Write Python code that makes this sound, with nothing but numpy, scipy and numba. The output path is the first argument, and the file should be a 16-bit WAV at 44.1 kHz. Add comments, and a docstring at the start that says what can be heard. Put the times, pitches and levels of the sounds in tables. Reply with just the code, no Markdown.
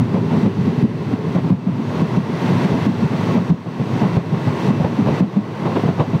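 """A passenger coach at speed, heard from its open doorway: axles thump and clatter over joints and rough spots.
Each blow is a staggering body boom plus enveloped clatter noise from loose bogie parts.
Rough rails make the body rumble, the wheels roar and hiss, and the bogie drone, all as coloured noise.
The wheel discs ring faintly, as very narrow noise bands.
A limiter ducks at loud knocks, so the rolling noise drops away and swells back."""
import sys
import numpy as np
from scipy import signal
from scipy.fft import rfft, irfft
from scipy.io import wavfile
from scipy.ndimage import uniform_filter1d
from numba import njit

SR = 44100
rng = np.random.default_rng(int(sys.argv[2]) if len(sys.argv) > 2 else 0)


def master(y):
    """Save y as 16-bit WAV."""
    cut = np.clip(np.atleast_2d(y).T, -1, 1)
    pcm = np.round(cut * 32767)  # scale
    wavfile.write(sys.argv[1], SR, pcm.astype(np.int16))


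N = 273420
T = np.arange(N) / SR
FREQ_HZ = np.maximum(np.arange(N // 2 + 1) * SR / N, 1)

# Rail joints, mostly one rail length apart. Each row: time under the leading axle underfoot [s],
# leading thump [dB], trailing thump [dB], leading clatter [dB]; levels before the shared trims in knocks().
JOINTS = [(.14, -4, -11.5, -14), (.824, 0, -13.5, -25), (1.502, .5, -3, -18), (2.17, -6, -17, -30.5),
          (2.863, -4.5, -7, -28.5), (3.5, 0.5, -16, -19), (4.164, -4, -9.5, -17.5),
          (4.83, -12, -5.5, -21.5), (5.205, 3.5, 1.5, -14), (5.978, -12, -7.5, -19)]
# Wheels that cross every joint before the bogie underfoot. Each row: distance ahead [m],
# blow length [s], thump before trim [dB], clatter relative to the joint's [dB].
FAR_AXLES = [(6.9, 0.02, -12.5, -5.5), (2.8, 0.036, -10.5, 1)]
# Further single blows, at rough spots or as part of a joint's clatter. Each row: time [s], thump [dB],
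# clatter [dB]; levels before the trims.
SINGLE_BLOWS = [(.425, -5.5, -26), (0.457, -6.5, -21.5), (0.574, -8, -30), (1.275, -13, -25.5),
                (2.641, -11.5, -41), (3.287, -20.5, -24.5), (4.797, -7.5, -19), (5.652, -13.5, -12),
                (5.751, -19, -12.5), (5.878, -8.5, -17.5), (5.994, -15, -13)]
# Relative colour of the bogie's clatter. Each row: frequency [Hz], density [dB per Hz].
CLATTER_COLOUR = [(120, -33), (250, 4.5), (420, 6), (650, 1), (1050, -4), (1350, -15.5), (2400, -20.5),
                  (4000, -30), (9000, -59)]
# Relative colour of the rolling contact. Each row: frequency [Hz], density [dB per Hz].
ROLL_COLOUR = [(35, -38), (65, -43.5), (82, -22), (103, 1), (175, 3), (250, -7.5), (290, -7.5), (520, -17),
               (780, -21), (1300, -27), (4000, -38.5), (7000, -52.5), (10000, -59), (15500, -64)]
# Resonances of coach body, bogie, rail and wheel. Each row: frequency [Hz], width [Hz], lift [dB].
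RESONANCES = [(124, 7.3, 1), (243.7, 30.5, 7.5), (322, 11, 2.5), (452, 73, 0.5), (939, 135, 5.5),
              (1086, 100, 5.5), (1994, 174, 4), (2654, 100, 5), (4500, 150, 2.5), (5900, 550, 4)]
# Rolling levels along the rail. Each row: time [s], body rumble [dB], wheel roar [dB], hiss [dB];
# rumble and roar are before flutter.
RAIL = [(0, -11, -20.5, -32.5), (.65, -14.5, -26.5, -33.5), (1.302, -15.5, -26, -36),
        (2.05, -18, -24, -34.5), (2.6, -16, -22, -31), (3.6, -18.5, -25.5, -34.5),
        (4.55, -18.5, -22.5, -32), (5, -15.5, -21.5, -32), (5.6, -17.5, -20.5, -31), (6.2, -20.5, -28, -37)]
# Thin ringing of the wheel discs. Each row: frequency [Hz], level [dB].
WHEEL_RINGS = [(6445, -75), (6626, -67), (7780, -78), (7955, -71), (8043, -72.5), (8219, -77)]

START_SPEED_M_S, ACCELERATION_M_S2 = 17.7, 0.2503
WHEELBASE_M = 2.93  # between the two axles underfoot
LEADING_LENGTH_S, TRAILING_LENGTH_S, SINGLE_LENGTH_S = .027, .028, .02
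TRAILING_CLATTER_DB = -3.5  # relative to the leading axle
THUMP_HZ, THUMP_HZ_PER_DB = 188.1, 0.97  # pitch at 0 dB before trim; softer blows boom lower
BLOW_SAMPLES = SR // 4
# Rippled rail makes the bogie drone, then the drone sinks.
RIPPLE_DRONE_DB, SMOOTH_DRONE_DB = -24.5, -34
RIPPLE_ENDS_S, RIPPLE_FADE_S = 1.24, .25
RELEASE_DB_PER_S, HOLD_S = 33, .06  # of the limiter's overshoot
TOP_HZ = 15750


def knocks(thump_trim_db=-0.07, clatter_trim_db=-1.0, boom_rise_s=0.0044, boom_length_share=0.874,
           boom_ring_s=0.016, clatter_ring_s=0.022, clatter_rise_share=0.12):
    """Each blow booms the body and shakes loose bogie parts; longer clatters build up more slowly."""
    thumps, shake = np.zeros(N), np.zeros(N)
    for start_s, length_s, boom_db, loose_db in strikes():
        boom = thump(THUMP_HZ + THUMP_HZ_PER_DB * boom_db)
        boom_envelope = blow(boom_length_share * length_s, boom_rise_s, boom_ring_s)
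        add(thumps, undb(boom_db + thump_trim_db) * boom_envelope * boom, start_s)
        clatter_envelope = blow(length_s, clatter_rise_share * length_s, clatter_ring_s)
        add(shake, undb(loose_db + clatter_trim_db) * clatter_envelope, start_s)
    # the microphone takes little deep bass from the thumps
    thumps = signal.sosfilt(signal.butter(4, 90, "high", fs=SR, output="sos"), thumps)
    return thumps + shake * noise(colour(CLATTER_COLOUR))


def strikes():
    """Blows as (start s, length s, thump dB, clatter dB): four axles cross each joint; starts below 0 drop."""
    blows = [(s, SINGLE_LENGTH_S, boom_db, loose_db) for s, boom_db, loose_db in SINGLE_BLOWS]
    for joint_s, leading_db, trailing_db, loose_db in JOINTS:
        speed_m_s = START_SPEED_M_S + ACCELERATION_M_S2 * joint_s
        for ahead_m, length_s, boom_db, extra_db in FAR_AXLES:
            blows.append((joint_s - ahead_m / speed_m_s, length_s, boom_db, loose_db + extra_db))
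        blows.append((joint_s, LEADING_LENGTH_S, leading_db, loose_db))
        trailing_s = joint_s + WHEELBASE_M / speed_m_s
        blows.append((trailing_s, TRAILING_LENGTH_S, trailing_db, loose_db + TRAILING_CLATTER_DB))
    return [b for b in blows if b[0] >= 0]


def blow(length_s, rise_s, ring_s):
    """Envelope of a knock: builds up, lasts while the wheel chatters, rings out exponentially."""
    t = T[:BLOW_SAMPLES]
    rise = np.sin(np.pi / 2 * np.minimum(t / rise_s, 1)) ** 2
    ring_out = np.exp(-np.maximum(t - length_s, 0) / ring_s)
    return rise * ring_out


def thump(hz, stagger_hz=40, panel_db=-8):
    """Body boom whose pitch staggers as the wheel rebounds; floor panels shudder its level. Rms 1."""
    stagger = slow_noise()
    swing = 1 + undb(panel_db) * np.tanh(slow_noise())
    phase = 2 * np.pi * np.cumsum(hz + stagger_hz * stagger) / SR
    return unit(swing * np.sin(phase))


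def slow_noise():
    """Noise below 80 Hz, one blow long, rms 1, cut from the middle to avoid filter edges."""
    low_pass = signal.butter(2, 80, fs=SR, output="sos")
    smooth = signal.sosfiltfilt(low_pass, rng.standard_normal(3 * BLOW_SAMPLES))
    return unit(smooth[BLOW_SAMPLES:2 * BLOW_SAMPLES])


def rolling(body_hz=330, rail_hz=1300, drone_hz=405, drone_width_hz=90,
            rumble_flutter_db=2.55, roar_flutter_db=0.3):
    """Rail roughness shakes body, wheels and rail together; each radiates its own range."""
    lift_db = sum(db * hump(hz, width_hz) for hz, width_hz, db in RESONANCES)
    gain = colour(ROLL_COLOUR) * undb(lift_db)
    # power shares below the two crossovers
    below_body = 1 / (1 + (FREQ_HZ / body_hz) ** 12)
    below_rail = 1 / (1 + (FREQ_HZ / rail_hz) ** 12)
    rail_s, *columns = np.transpose(RAIL)
    rumble_db, roar_db, hiss_db = (np.interp(T, rail_s, c) for c in columns)
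    fade_s = [RIPPLE_ENDS_S, RIPPLE_ENDS_S + RIPPLE_FADE_S]
    drone_db = np.interp(T, fade_s, [RIPPLE_DRONE_DB, SMOOTH_DRONE_DB])
    roughness = walk(15)
    rumble = noise(gain * np.sqrt(below_body)) * undb(rumble_db + rumble_flutter_db * roughness)
    roar = noise(gain * np.sqrt((1 - below_body) * below_rail))
    roar = roar * undb(roar_db + roar_flutter_db * roughness)
    hiss = noise(gain * np.sqrt(1 - below_rail)) * undb(hiss_db)
    drone = noise(hump(drone_hz, drone_width_hz)) * undb(drone_db)  # one bogie resonance
    return rumble + roar + hiss + drone


def wheel_rings():
    """Lightly damped disc modes, kept ringing by the rolling contact."""
    return sum(undb(db) * noise(hump(hz, 7.5)) for hz, db in WHEEL_RINGS)


def undb(db):
    """Decibels to gain."""
    return 10 ** (np.asarray(db) / 20)


def unit(x):
    """Scale to rms 1."""
    return x / np.sqrt(np.mean(x ** 2))


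def colour(points):
    """Gain at every frequency from (Hz, dB) points, interpolated over log frequency."""
    hz, db = np.transpose(points)
    return undb(np.interp(np.log(FREQ_HZ), np.log(hz), db))


def hump(hz, width_hz):
    """A bell on the frequency axis, half high at the edges of its width."""
    return .5 ** ((2 * (FREQ_HZ - hz) / width_hz) ** 2)


def noise(gain):
    """Noise of rms 1 with this relative gain at every frequency."""
    return unit(irfft(rfft(rng.standard_normal(N)) * gain, N))


def walk(rate_hz):
    """Smooth random curve of rms 1 that changes about rate_hz times a second."""
    return noise(np.exp(-(np.arange(len(FREQ_HZ)) * SR / N / rate_hz) ** 2))


def add(track, sound, start_s):
    """Mix a sound into the track from start_s."""
    start = max(int(start_s * SR), 0)
    track[start:start + len(sound)] += sound[:N - start]


def scene():
    """All that reaches the doorway."""
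    return (knocks() + rolling() + wheel_rings())[None]


@njit
def overshoot(size, peak, hold, fall):
    """Peak follower: jumps up, waits hold samples, then sinks by the factor fall each sample, to 1 at least."""
    out, wait = np.empty(len(size)), hold
    for i in range(len(size)):
        wait -= 1
        if size[i] > peak:
            peak, wait = size[i], hold
        elif wait < 0:
            peak = max(peak * fall, 1.)
        out[i] = peak
    return out


def record(dry, ceiling_db=-10.0, ratio=8, start_over_db=8):
    """A fast limiter with a slow recovery, already at work from the start; then the top is cut."""
    x = dry[0]
    loudness = np.sqrt(np.abs(uniform_filter1d(x ** 2, size=150)))  # rms over 3.4 ms
    fall = float(undb(-RELEASE_DB_PER_S / SR))
    over = overshoot(loudness / undb(ceiling_db), float(undb(start_over_db)), float(HOLD_S * SR), fall)
    gain = over ** (1 / ratio - 1)
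    top_cut = signal.ellip(10, .2, 80, TOP_HZ, fs=SR, output="sos")
    return signal.sosfilt(top_cut, x * gain)[None]


dry = scene()
out = record(dry)
master(out)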